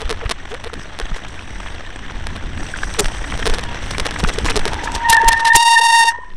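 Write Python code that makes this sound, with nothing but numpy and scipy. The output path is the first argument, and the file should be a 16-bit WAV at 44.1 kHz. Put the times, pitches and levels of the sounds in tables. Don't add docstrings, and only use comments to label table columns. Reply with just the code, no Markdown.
import sys
import numpy as np
from scipy import signal
from scipy.io import wavfile
from scipy.ndimage import uniform_filter1d

SR = 44100
rng = np.random.default_rng(int(sys.argv[2]) if len(sys.argv) > 2 else 0)


def pcm_store(signal):
    levels = np.round(np.clip(np.atleast_2d(signal), -1, 1) * 32767)
    wavfile.write(sys.argv[1], SR, levels.astype(np.int16).T)


def to_linear_factor(level_db):
    exponent = np.asarray(level_db, float) / 20
    return 10 ** exponent


N = 280476


def read(points, hz):
    f, value = np.transpose(points)
    return np.interp(np.log(hz + 1), np.log(f + 1), value)


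def evened(x):
    return x / np.sqrt(np.mean(x ** 2) + 1e-20)


def curve(rows, column):
    return np.interp(np.arange(N) / SR, [r[0] for r in rows], [r[column] for r in rows])


def add(mix, s, sound):
    start = max(round(s * SR) - len(sound) // 2, 0)
    part = mix[start:][:len(sound)]
    part += sound[:len(part)]


def bell(length):
    t = np.arange(-round(2 * length * SR), round(2 * length * SR)) / SR
    return t, np.exp(-4 * np.log(2) * (t / length) ** 2)


def wander(span):
    once = uniform_filter1d(rng.standard_normal(N), int(span))
    return evened(uniform_filter1d(once, int(span)))


def noise(shape_db, size, patchy_db, flicker_db):
    frames, hz = 4 * N // size + 5, np.fft.rfftfreq(size, 1 / SR)
    a, b, patches = rng.standard_normal((frames, len(hz), 3)).T
    patches = evened(uniform_filter1d(uniform_filter1d(patches, 5, 0), 5, 1))
    flicker = evened(uniform_filter1d(rng.exponential(1, frames) - 1, 3))
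    level_db = shape_db(hz)[:, None] + patchy_db * patches + flicker_db * flicker
    z = (a + 1j * b) * to_linear_factor(level_db)
    return evened(signal.istft(z, nperseg=size, noverlap=size * 3 // 4)[1][:N])


# (start_s, end_s, level_db)
BUZZ = (5.565, 6.09, -17)
# (start_s, level_db, pitch_hz, t60_s)
RING_OUT = (6.105, -29, 1835, .5)
# (start_s, pitch_hz, level_db)
SQUEAL = [
    (4.62, 930.4, -32),
    (4.99, 926, -23),
    (5.04, 945.6, -14),
    (5.1, 914, -6),
    (5.53, 920, -8),
    (5.62, 934, -7),
    (5.72, 923.5, -7),
    (6.09, 922, -8.5),
    (6.13, 954, -26),
]
# (centre_s, depth_db, length_s)
SLIPS = [(5.046, -21, 0.005), (5.082, -23, 0.0042), (5.136, -8, 0.014), (5.158, -8, 0.0039),
         (5.176, -24, 0.004), (5.195, -21, 0.0094), (5.239, -10.5, 0.016), (5.294, 6.5, 0.043),
         (5.311, -16, 0.021), (5.358, -11, .0034), (5.381, -12.5, 0.067), (5.442, -12, 0.0056),
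         (5.516, -5.5, 0.035), (5.554, 11.5, 0.0055), (5.589, -3.5, 0.018), (5.616, -5, 0.012),
         (5.645, -8, 0.015), (5.7, -2.5, 0.014), (5.768, -10.5, 0.018), (5.805, -17, 0.011),
         (5.828, -5, 0.0092), (5.848, -4.5, .006), (5.88, -3.5, 0.013), (5.898, -2, 0.031),
         (5.918, -6.5, 0.012), (6.023, -3, .01), (6.047, -9.5, 0.01), (6.064, -5.5, 0.019),
         (6.105, -2, .012), (6.111, 1, 0.0053)]


def brake():
    t, slip_db = np.arange(N) / SR, np.zeros(N)
    for s, depth_db, length in SLIPS:
        add(slip_db, s, depth_db * bell(length)[1])
    steady = t >= BUZZ[0]

    weak = np.clip((-18 - curve(SQUEAL, 2)) / 10, 0, 1) * np.where(t < BUZZ[1], 1, .8)
    free = (t - SQUEAL[-1][0]).clip(0)
    level_db = curve(SQUEAL, 2) - 92 * free + slip_db
    level_db += (0.9 + 4.7 * weak) * wander(196) + 0.45 * wander(65)
    grip = to_linear_factor(level_db) * np.clip((t - SQUEAL[0][0]) / 0.065, 0, 1)

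    droop_hz = 14 * np.exp(-((t - RING_OUT[0]) / .014) ** 2)
    pitch_hz = curve(SQUEAL, 1) + 328 * free.clip(0, .12) - droop_hz
    waver_turns = np.where(steady, .055, .062) + 0.19 * weak
    turns = np.cumsum(pitch_hz) / SR + waver_turns * wander(503)
    contact_turns = turns + .125

    third = 0.095 * np.where(steady, 1, .4) * (1 - weak) * np.cos(6 * np.pi * contact_turns - 1.3)
    out = grip * (0.71 * np.cos(2 * np.pi * turns) + third)
    pulled = locked_level()
    out += upper_flares() + pulled * np.cos(4 * np.pi * turns + .7 + .5 * wander(600))
    out += .18 * signal.lfilter(*signal.butter(4, 2300, "high", fs=SR), out ** 2)
    stray = .08 * pulled * wander(110) * np.cos(2 * np.pi * 1720 * t)
    return out + ring_out() + stray + camera_buzz(grip, contact_turns)


# (centre_s, level_db, length_s, pitch_hz)
CHIRPS = [(5.043, -39, 0.0016, 1806), (5.057, -17, 0.02, 1873), (5.073, -20, 0.0065, 1853),
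          (5.086, -21, 0.0063, 1845), (5.096, -24, 0.0079, 1813), (5.115, -20, 0.0048, 1835),
          (5.122, -35, 0.0016, 1768), (5.123, -19, 0.0026, 1816), (5.134, -7.5, 0.017, 1785),
          (5.153, -7.5, 0.0087, 1842), (5.176, -7.5, 0.011, 1778), (5.186, -9.5, 0.0081, 1720),
          (5.196, -14, 0.0055, 1805), (5.203, -16, 0.0046, 1755), (5.206, -26, 0.0018, 1773),
          (5.219, -20, 0.005, 1742), (5.224, -24, 0.0024, 1790), (5.23, -18, 0.0032, 1812),
          (5.243, -17, 0.007, 1793), (5.256, -20, 0.0059, 1850), (5.268, -19, 0.0075, 1834),
          (5.277, -16, 0.0026, 1801), (5.294, -15, 0.0055, 1847), (5.317, -11.5, 0.015, 1818),
          (5.336, -10.5, 0.0043, 1795), (5.345, -12, 0.0057, 1802), (5.351, -16, 0.004, 1780),
          (5.36, -27, 0.0019, 1827), (5.375, -15.5, 0.027, 1820), (5.41, -18.5, 0.0171, 1822),
          (5.429, -21, 0.0099, 1785), (5.444, -30, 0.003, 1838), (5.451, -25, 0.0018, 1887),
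          (5.468, -14, 0.025, 1803), (5.49, -15, 0.0083, 1773), (5.507, -6.5, 0.011, 1823),
          (5.522, -5.5, 0.0096, 1820), (5.548, -10, 0.013, 1855), (5.563, -11.5, 0.0058, 1827)]
# (centre_s, level_db, length_s, pitch_hz)
FLARE = (5.771, -7, .02, 1817)


def upper_flares():
    power, flares = np.zeros(N), CHIRPS + [FLARE]
    for s, db, length, hz in flares:
        add(power, s, to_linear_factor(2 * db + 6.5) * bell(length)[1] ** 2)
    return np.sqrt(power) * np.cos(2 * np.pi * np.cumsum(curve(flares, 3)) / SR)


# (centre_s, level_db, length_s)
LOCKED = [(5.63, -18.5, 0.0086), (5.682, -19, 0.009), (5.731, -19, .012), (5.79, -15, 0.012),
          (5.813, -18.5, 0.017), (5.845, -18.5, 0.0066), (5.866, -18.5, 0.014), (5.904, -19, 0.019),
          (5.947, -14.5, 0.03), (6.01, -13.5, 0.04), (6.091, -13.5, 0.019)]


def locked_level():
    pulled = np.zeros(N)
    for s, db, length in LOCKED:
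        add(pulled, s, to_linear_factor(db + 2.5) * bell(length)[1])
    return pulled


def ring_out():
    t = np.arange(N) / SR
    s, db, hz, t60 = RING_OUT
    level_db = db + 4.5 - 60 * (t - s).clip(0) / t60 + 3.4 * wander(210)
    return (t > s) * to_linear_factor(level_db) * np.sin(2 * np.pi * hz * t + 0.6 * wander(300))


# (centre_s, level_db, length_s)
SHAKES = [(5.101, -7, 0.0084), (5.116, -21, 0.014), (5.13, -9.5, 0.0085), (5.146, -19.5, 0.0052),
          (5.168, -12.5, 0.0012), (5.246, -28, 0.0024), (5.377, -33, 0.011), (5.286, -10.5, 0.0119),
          (5.322, -20, 0.0076), (5.331, -13, 0.0049), (5.403, -25.5, 0.012), (5.454, -15, 0.0076),
          (5.474, -41, 0.014), (5.476, -17.5, 0.019), (5.494, -30, 0.0053), (5.535, -22.5, 0.0054),
          (5.089, -22, 0.004), (5.217, -20.5, 0.0014), (5.56, -7, 0.017)]


def camera_buzz(grip, contact_turns):
    t = np.arange(N) / SR
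    start, end, buzz_db = BUZZ
    steady = np.interp(t, [start, start + .01, end, end + .012, end + .035], [0, 1, 1, .2, 0])
    shake = to_linear_factor(buzz_db) * steady * np.tanh(grip / to_linear_factor(-8)) ** 1.45 * 1.62
    for s, db, length in SHAKES:
        add(shake, s, to_linear_factor(db) * bell(length)[1])

    loose_turns = np.where(t < start, .07, .008)
    phase = contact_turns + loose_turns * wander(33)
    beats = np.flatnonzero(np.diff(np.floor(phase)) > 0)
    late = (phase[beats + 1] % 1) / (phase[beats + 1] - phase[beats])
    size = shake[beats] * to_linear_factor(10 + .45 * rng.standard_normal(N)[beats].clip(-2, 1.5))
    blows = np.bincount(beats, size * late, N) + np.bincount(beats + 1, size * (1 - late), N)

    contact = signal.lfilter(*signal.butter(1, 300, "high", fs=SR), strike())
    shell = signal.lfilter(*signal.butter(2, 4400, "high", fs=SR), contact)
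    ticks = signal.oaconvolve(blows, contact)[:N]
    rocking = signal.oaconvolve(.45 * wander(350) * blows, shell)[:N]
    hiss = .22 * shake * noise(fizz_db, size=256, patchy_db=3, flicker_db=1)
    return ticks + rocking + hiss


def fizz_db(hz):
    low = 11 / (1 + ((hz - 9000) / 800) ** 2)
    middle = 11 / (1 + ((hz - 11050) / 350) ** 2)
    high = 13 / (1 + ((hz - 12900) / 350) ** 2)
    return read(SPRAY, hz) + low + middle + high


# (start_s,
# level_db)
TICKS = [(0.0066, -14.0), (0.0111, -13.0), (0.0175, -11.0), (0.0235, -15.0), (0.0552, -16.0),
         (0.0947, -7.0), (0.0987, -19.0), (0.1026, -6.0), (0.1086, -5.0), (0.1131, -8.0),
         (0.1272, -11.0), (0.1732, -20.0), (0.2607, -18.0), (0.2943, -7.0), (0.2989, -6.0),
         (0.308, -14.0), (0.3106, -8.0), (0.3122, -3.0), (0.3149, -5.0), (0.3168, -5.0),
         (0.3179, -11.0), (0.3209, -8.0), (0.4895, -24), (0.5115, -25), (0.5417, -14.0),
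         (0.5458, -13.0), (0.6407, -13.0), (0.6418, -22.0), (0.6453, -12.0), (0.6467, -19.0),
         (0.6498, -23.0), (0.6641, -22.0), (0.6663, -19.0), (0.6709, -20.0), (0.673, -17.0),
         (0.6752, -19.0), (0.6778, -17.0), (0.7342, -13.0), (0.7383, -15.0), (0.7399, -11.0),
         (0.9432, -22.0), (0.9892, -10.0), (0.9903, -21.0), (0.9998, -7.0), (1.0262, -21.0),
         (1.1625, -15.0), (1.1644, -19.0), (1.1662, -16.0), (1.1701, -18.0), (1.3437, -20.0),
         (1.4117, -23.0), (1.4234, -21.0),
         (1.7471, -20.0), (1.7506, -18.0), (2.1201, -23.0), (2.1215, -22.0), (2.2695, -8.0),
             (2.3024, -22.0), (2.3329, -21.0), (2.3605, -15.0), (2.3622, -16.0), (2.365, -14.0),
             (2.3666, -18.0), (2.4599, -20.0), (2.5759, -16.0), (2.6317, -20.0), (2.8949, -20.0),
             (2.9032, -18.0), (2.9563, -16.0), (2.9853, -17.0), (2.9868, -12.0), (2.9894, -7.0),
             (2.9931, -8.0), (2.9947, -1.0), (2.996, 3), (2.9984, -2.0), (3.0007, 0.0), (3.0053, 4.5),
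             (3.0442, -11.0), (3.0456, -9.0), (3.0585, -9.0), (3.0836, -13.0), (3.0849, -14.0),
             (3.1495, -14.0), (3.3009, -17.0), (3.3019, -17.0), (3.3193, -15.0), (3.3764, -12.0),
             (3.394, -12.0), (3.3983, -14.0), (3.4, -13.0), (3.4568, -3.0), (3.4584, -13.0), (3.4612, -6.0),
             (3.4666, -1.0), (3.4705, -9.0), (3.4725, -2.0), (3.4771, -4.0), (3.497, -12.0), (3.499, -5.0),
             (3.5016, -12.0),
         (3.5387, -8.0), (3.5415, -9.0), (3.5458, -8.0), (3.5499, -11.0), (3.5804, -15.0),
               (3.585, -6.0), (3.5907, -15.0), (3.593, -14.0), (3.5947, -12.0), (3.6337, -18.0),
               (3.6375, -13.0), (3.6386, -10.0), (3.831, -18.0), (3.8632, -15.0), (3.9081, -11.0),
               (3.9102, -11.0), (3.9119, -7.0), (3.9138, -18.0), (3.9815, -17.0), (3.9829, -3.0),
               (3.9987, -3.0), (4.0008, -6.0), (4.0026, -6.0), (4.033, -18.0), (4.0514, -12.0),
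               (4.0541, -13.0), (4.0577, -7.0), (4.0616, -13.0), (4.0639, -13.0), (4.0657, -6.0),
               (4.0674, -4.0), (4.1098, -9.0), (4.1127, -15.0), (4.1407, -13.0), (4.1438, -15.0),
               (4.1871, -17.0), (4.1882, -16.0), (4.1961, -11.0), (4.1976, -15.0), (4.2003, -8.0),
               (4.2044, -8.0), (4.2064, -18.0),
         (4.2388, -5.0), (4.2399, -8.0), (4.2875, -10.0), (4.289, -7.0), (4.2945, -7.0),
              (4.3324, -17.0), (4.3863, -5.0), (4.3883, -10.0), (4.4469, -9.0), (4.4555, -7.0),
              (4.4616, -6.0), (4.4982, -7.0), (4.5002, -6.0), (4.5022, -7.0), (4.5046, -4.0),
              (4.5069, -11.0), (4.5089, -4.0), (4.5127, -11.0), (4.5584, -2.0), (4.56, -15.0), (4.5641, -6),
              (4.568, -12.0), (4.5703, -9.0), (4.5748, -2.0), (4.5938, -8.0), (4.596, -14.0),
              (4.5973, -12.0), (4.6546, -1), (4.6559, -11), (4.6631, -12.0), (4.6762, -15.0),
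              (4.6781, -6.0), (4.6813, -5.0), (4.6868, -15.0), (4.7338, -8.0), (4.7434, -10.0),
              (4.7817, -17.0), (4.8417, -14.0), (4.919, -15.0), (4.9515, -10.0), (4.9631, -12.0),
              (6.303, -28), (6.337, -29)]


def strikes():
    s, db = np.transpose(TICKS)
    return np.bincount(np.round(s * SR).astype(int) - 4, to_linear_factor(db + 1), N)


# (pitch_hz, level_db, t60_s)
SHELL = [(3740, 1, 0.0014), (5070, -20.5, 0.013), (7570, -14, 0.006), (9050, -12.5, 0.007)]


def strike():
    t = np.arange(600) / SR
    push = np.exp(-np.log(np.maximum(t, 1e-6) / 9e-5) ** 2 / 0.5)
    modes = sum(to_linear_factor(db - 60 * t / t60) * np.sin(2 * np.pi * hz * t) for hz, db, t60 in SHELL)
    tick = push + np.minimum(t / 1e-4, 1) * modes
    return signal.lfilter(*signal.butter(2, [180, 10500], "band", fs=SR), tick)


def rattle():
    tiny = (rng.random(N) < 320 / SR) * to_linear_factor(5 * np.minimum(rng.exponential(1, N), 2.5))
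    blows = strikes() + tiny * to_linear_factor(curve(RIDE, 2) - 0.6)
    square = (1 - 0.25 * rng.random(N)) * np.clip(blows / to_linear_factor(-9), .35, 1)
    glancing = to_linear_factor(1) * signal.lfilter(*signal.butter(3, 4800, fs=SR), strike())
    bright = signal.oaconvolve(blows * square, strike())
    dull = signal.oaconvolve(blows * (1 - square), glancing)
    return (bright + dull)[:N]


# (centre_s, level_db, length_s)
HUMS = [(0.005, -27, 0.013), (0.115, -23.5, 0.024), (0.236, -26.5, 0.019), (0.313, -27, 0.012),
        (1.005, -25, 0.01), (1.163, -26.5, 0.0052), (3.005, -17.5, 0.031), (3.395, -32, 0.0097),
        (3.472, -19.5, 0.015), (3.588, -27, 0.0057), (4.063, -24.5, 0.0049), (4.234, -15.5, 0.0034),
        (4.279, -25.5, 0.0098), (4.503, -27.5, 0.031), (4.572, -17.5, 0.019), (4.665, -16, 0.0076),
        (4.734, -23, 0.0049), (4.839, -26.5, 0.0067), (5.237, -20, 0.0087), (5.565, -18, 0.0025),
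        (5.802, -29, 0.009), (6.048, -31.5, 0.0061), (6.188, -31.5, 0.0045)]
# (centre_s, level_db, length_s)
LOADED = [
    (0.535, -29, 0.035),
    (0.668, -28, 0.018),
    (0.735, -27, 0.0085),
    (3.494, -22.5, 0.0084),
    (3.537, -23, 0.011),
    (3.999, -24.5, 0.018),
    (4.386, -18, 0.0076),
]
# (centre_s, level_db, length_s, pitch_hz)
KNOCKS = [
    (1.119, -23, 0.0068, 156),
    (2.47, -34, 0.016, 145),
    (2.741, -15, 0.0031, 1570),
    (3.698, -39, 0.15, 950),
    (4.24, -10.5, 0.0076, 172),
    (4.877, -16.5, 0.006, 1710),
    (5.557, -27, 0.023, 141),
]


def rings():
    out = np.zeros(N)
    hums = [(s, db, length, 440 - 3.5 * (db + 22)) for s, db, length in HUMS + LOADED]
    events = hums + KNOCKS
    for (s, db, length, hz), sway in zip(events, rng.standard_normal((len(events), 2))):
        t, swell = bell(length)
        wobble = .35 * np.tanh(sway[0]) * np.cos(3.5 * t / length + sway[1])
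        way = -1.5 if (s, db, length) in LOADED else length < .04
        glide = 1 - 500 * .0045 * t * way
        add(out, s, to_linear_factor(db + 2.5) * swell * np.sin(2 * np.pi * hz * t * glide + wobble))
    return out


def thuds():
    out, bumps = np.zeros(N), HUMS + LOADED
    for (s, db, length), grit in zip(bumps, rng.standard_normal((len(bumps), 9000))):
        t, swell = bell(length)
        body = signal.lfilter(*signal.butter(2, [280, 1000], "band", fs=SR), grit)
        add(out, s, to_linear_factor(db - 7.5) * swell * evened(body)[300:300 + len(t)])
    return out


# (pitch_hz, width_hz, level_db)
CASE = [(1747, 590, 12), (5820, 1020, 13), (8120, 1000, 10.5)]


def cased(points):
    def shape_db(hz):
        peaks = sum(db / (1 + (2 * (hz - f) / w) ** 2) for f, w, db in CASE)
        return read(points, hz) + peaks
    return shape_db


# (start_s, airflow_db, tyre_load_db)
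RIDE = [(0.0, -25.5, -44.5), (0.6, -29, -49), (1.1, -28.5, -45.5), (1.3, -28, -47), (1.6, -24, -45),
        (1.95, -26.5, -46), (2.3, -21.5, -45), (3.1, -23.5, -42.5), (3.5, -18, -40.5), (4.0, -20.5, -41),
        (4.2, -17, -41), (4.95, -19, -38.5), (5.05, -24.5, -40), (5.4, -31, -39.5), (5.6, -47, -57),
        (6.1, -42, -47), (6.17, -41, -58), (6.36, -35, -61)]
# (frequency_hz, level_db per Hz)
GRIND = [(76, -44), (130, -5.5), (859, 0.5), (1750, -8), (3370, -4), (4770, -20.5), (8350, -28),
         (13000, -43)]
# (frequency_hz, level_db per Hz)
SPRAY = [(2500, -55), (4500, -8.5), (6000, -10), (7200, -16), (8300, -9.5), (10500, -19.5), (13000, -31.5),
         (14000, -47)]
# (centre_s, level_db, length_s, pitch_hz)
STONES = [(0.126, -19, 0.0028, 1650), (0.213, -23.5, 0.0054, 1550), (0.219, -35, 0.0037, 1750),
          (0.258, -23, 0.0038, 1789), (0.264, -24, 0.0062, 1730), (0.314, -20, 0.0056, 1392),
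          (0.322, -23, 0.0042, 1990), (0.386, -27, 0.0025, 2118), (0.518, -28, 0.0056, 1844),
          (0.55, -26.5, 0.0044, 1443), (0.7, -28, 0.0035, 1100), (1.066, -27, 0.0042, 2013),
          (1.116, -27.5, 0.007, 1000), (1.342, -33, 0.0025, 1741), (1.375, -35, 0.0056, 2000),
          (1.393, -22.5, 0.0029, 1861), (1.662, -24, 0.0033, 1370), (1.685, -28.5, 0.0038, 2080),
          (1.703, -39, 0.0058, 1983), (2.099, -23, 0.003, 1850), (2.41, -25, 0.0028, 1560),
          (2.578, -26.5, 0.0044, 1979), (2.788, -22, 0.0027, 1930), (2.947, -20.5, 0.0057, 1820),
          (2.994, -20, 0.0027, 1780), (3.057, -18, 0.0073, 2014), (3.245, -29, 0.0045, 1477),
          (3.323, -19.5, 0.0064, 1440), (3.428, -20, 0.0064, 1900), (3.466, -21, 0.0064, 1320),
          (3.537, -21, 0.0045, 1456), (3.949, -20.5, 0.0068, 1600), (4.0, -20, 0.0031, 2545),
          (4.162, -18, 0.0052, 1560), (4.243, -18, 0.0043, 1790), (4.248, -13, 0.004, 1610),
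          (4.293, -17, 0.0042, 1970), (4.361, -23, 0.002, 1940), (4.463, -12, 0.0039, 1660),
          (4.47, -18, 0.0047, 1960), (4.487, -15, 0.012, 1580), (4.519, -18, 0.0035, 1843),
          (4.615, -24, 0.0068, 1409), (4.877, -17, 0.0042, 1540)]
# (centre_s, level_db, length_s)
SPLASHES = [(1.285, -36, 0.007), (3.611, -33, .004), (2.94, -23, 0.0017), (2.994, -13.5, 0.0098),
            (4.191, -28, 0.0071), (4.463, -28, 0.036), (0.505, -44, 0.024), (1.165, -38.5, 0.023),
            (4.277, -27.5, 0.013), (4.338, -29.5, .013), (4.565, -12.5, 0.0045), (4.843, -29, 0.024),
            (4.92, -24, 0.002), (4.952, -19.5, 0.009)]


def tyres():
    grind = noise(cased(GRIND), size=256, patchy_db=2.7, flicker_db=2.9)
    spray = noise(cased(SPRAY), size=256, patchy_db=3.4, flicker_db=2.6)
    out = to_linear_factor(curve(RIDE, 2) + 10.5) * grind + to_linear_factor(-1.5) * puddles() * spray
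    hits = STONES + [(*row, 5350) for row in SPLASHES]
    for (s, db, length, hz), grit in zip(hits, rng.standard_normal((len(hits), 7000))):
        t, swell = bell(length)
        band = signal.butter(3, [0.53 * hz, 1.54 * hz], "band", fs=SR)
        ring = evened(signal.lfilter(*band, grit))
        sudden = np.where(t < 0, swell ** 3, swell ** .7)
        add(out, s, to_linear_factor(db - 1.0) * sudden * ring[300:300 + len(t)])
    return out


# (start_s, length_s, spray_db)
PUDDLES = [
    (0.78, 0.06, -49),
    (1.29, 0.46, -51),
    (2.576, 0.16, -41.5),
    (2.76, 0.33, -38),
    (3.1, 0.47, -41),
    (3.806, 0.21, -41.5),
    (4.13, 0.59, -43.5),
    (4.907, 0.075, -40.5),
    (5.385, .27, -50),
    (6.044, 0.065, -30.5),
]


def puddles():
    t = np.arange(N) / SR
    level = np.full(N, to_linear_factor(-65))
    for s, length, db in PUDDLES:
        rise = np.clip((t - s) / 0.012, 0, 1)
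        drain = np.exp(-(t - s - length).clip(0) / 0.0074)
        level += to_linear_factor(db) * rise * drain
    return level


# (frequency_hz, level_db per Hz)
WIND = [(8, -4), (21, -8.5), (45, -20), (78, -15), (125, -28), (300, -30.5), (520, -44), (880, -120)]
# (centre_s, pressure_peak, half_length_s)
JOLTS = [(0.056, 0.55, 0.0085), (0.124, 0.25, 0.016), (0.26, 0.53, 0.0046), (1.034, 0.42, 0.01),
         (1.126, 0.55, 0.013), (3.037, -0.3, 0.0029), (3.058, 0.86, 0.013), (3.087, -0.025, 0.019),
         (3.35, 0.39, 0.0043), (3.515, 0.99, 0.016), (3.839, 0.4, 0.006), (4.008, 0.49, 0.019),
         (4.245, 0.63, 0.0055), (4.269, -0.58, 0.016), (4.404, 0.015, 0.022), (4.485, 0.59, 0.016),
         (4.611, 0.96, 0.029), (4.737, -0.31, 0.011), (5.273, -0.86, 0.014), (5.552, -0.52, 0.0039),
         (6.324, 0.29, 0.024)]


def wind():
    buffeting = noise(lambda hz: read(WIND, hz), size=2048, patchy_db=1.5, flicker_db=2.0)
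    out = to_linear_factor(curve(RIDE, 1) - 2) * buffeting
    for s, peak, half in JOLTS:
        t, swell = bell(1.19 * half)
        add(out, s, 0.75 * peak * swell * np.cos(np.pi * t / (5.7 * half)))
    return signal.lfilter(*signal.butter(1, 14, "high", fs=SR), out)


def scene():
    return (brake() + rattle() + rings() + thuds() + tyres() + wind())[None]


def low_pass(x):
    return signal.sosfilt(signal.butter(12, 15800, fs=SR, output="sos"), x)


def record(dry):
    biased = dry - 0.023
    wrapped = biased - 2.6 * np.clip((biased - 1.4) / .05, 0, 1)
    limited = signal.oaconvolve(wrapped, signal.firwin(91, 13200, fs=SR)[None], "same")
    mix = np.clip(limited, -1, 1)
    return low_pass(mix)


dry = scene()
out = record(dry)
pcm_store(out)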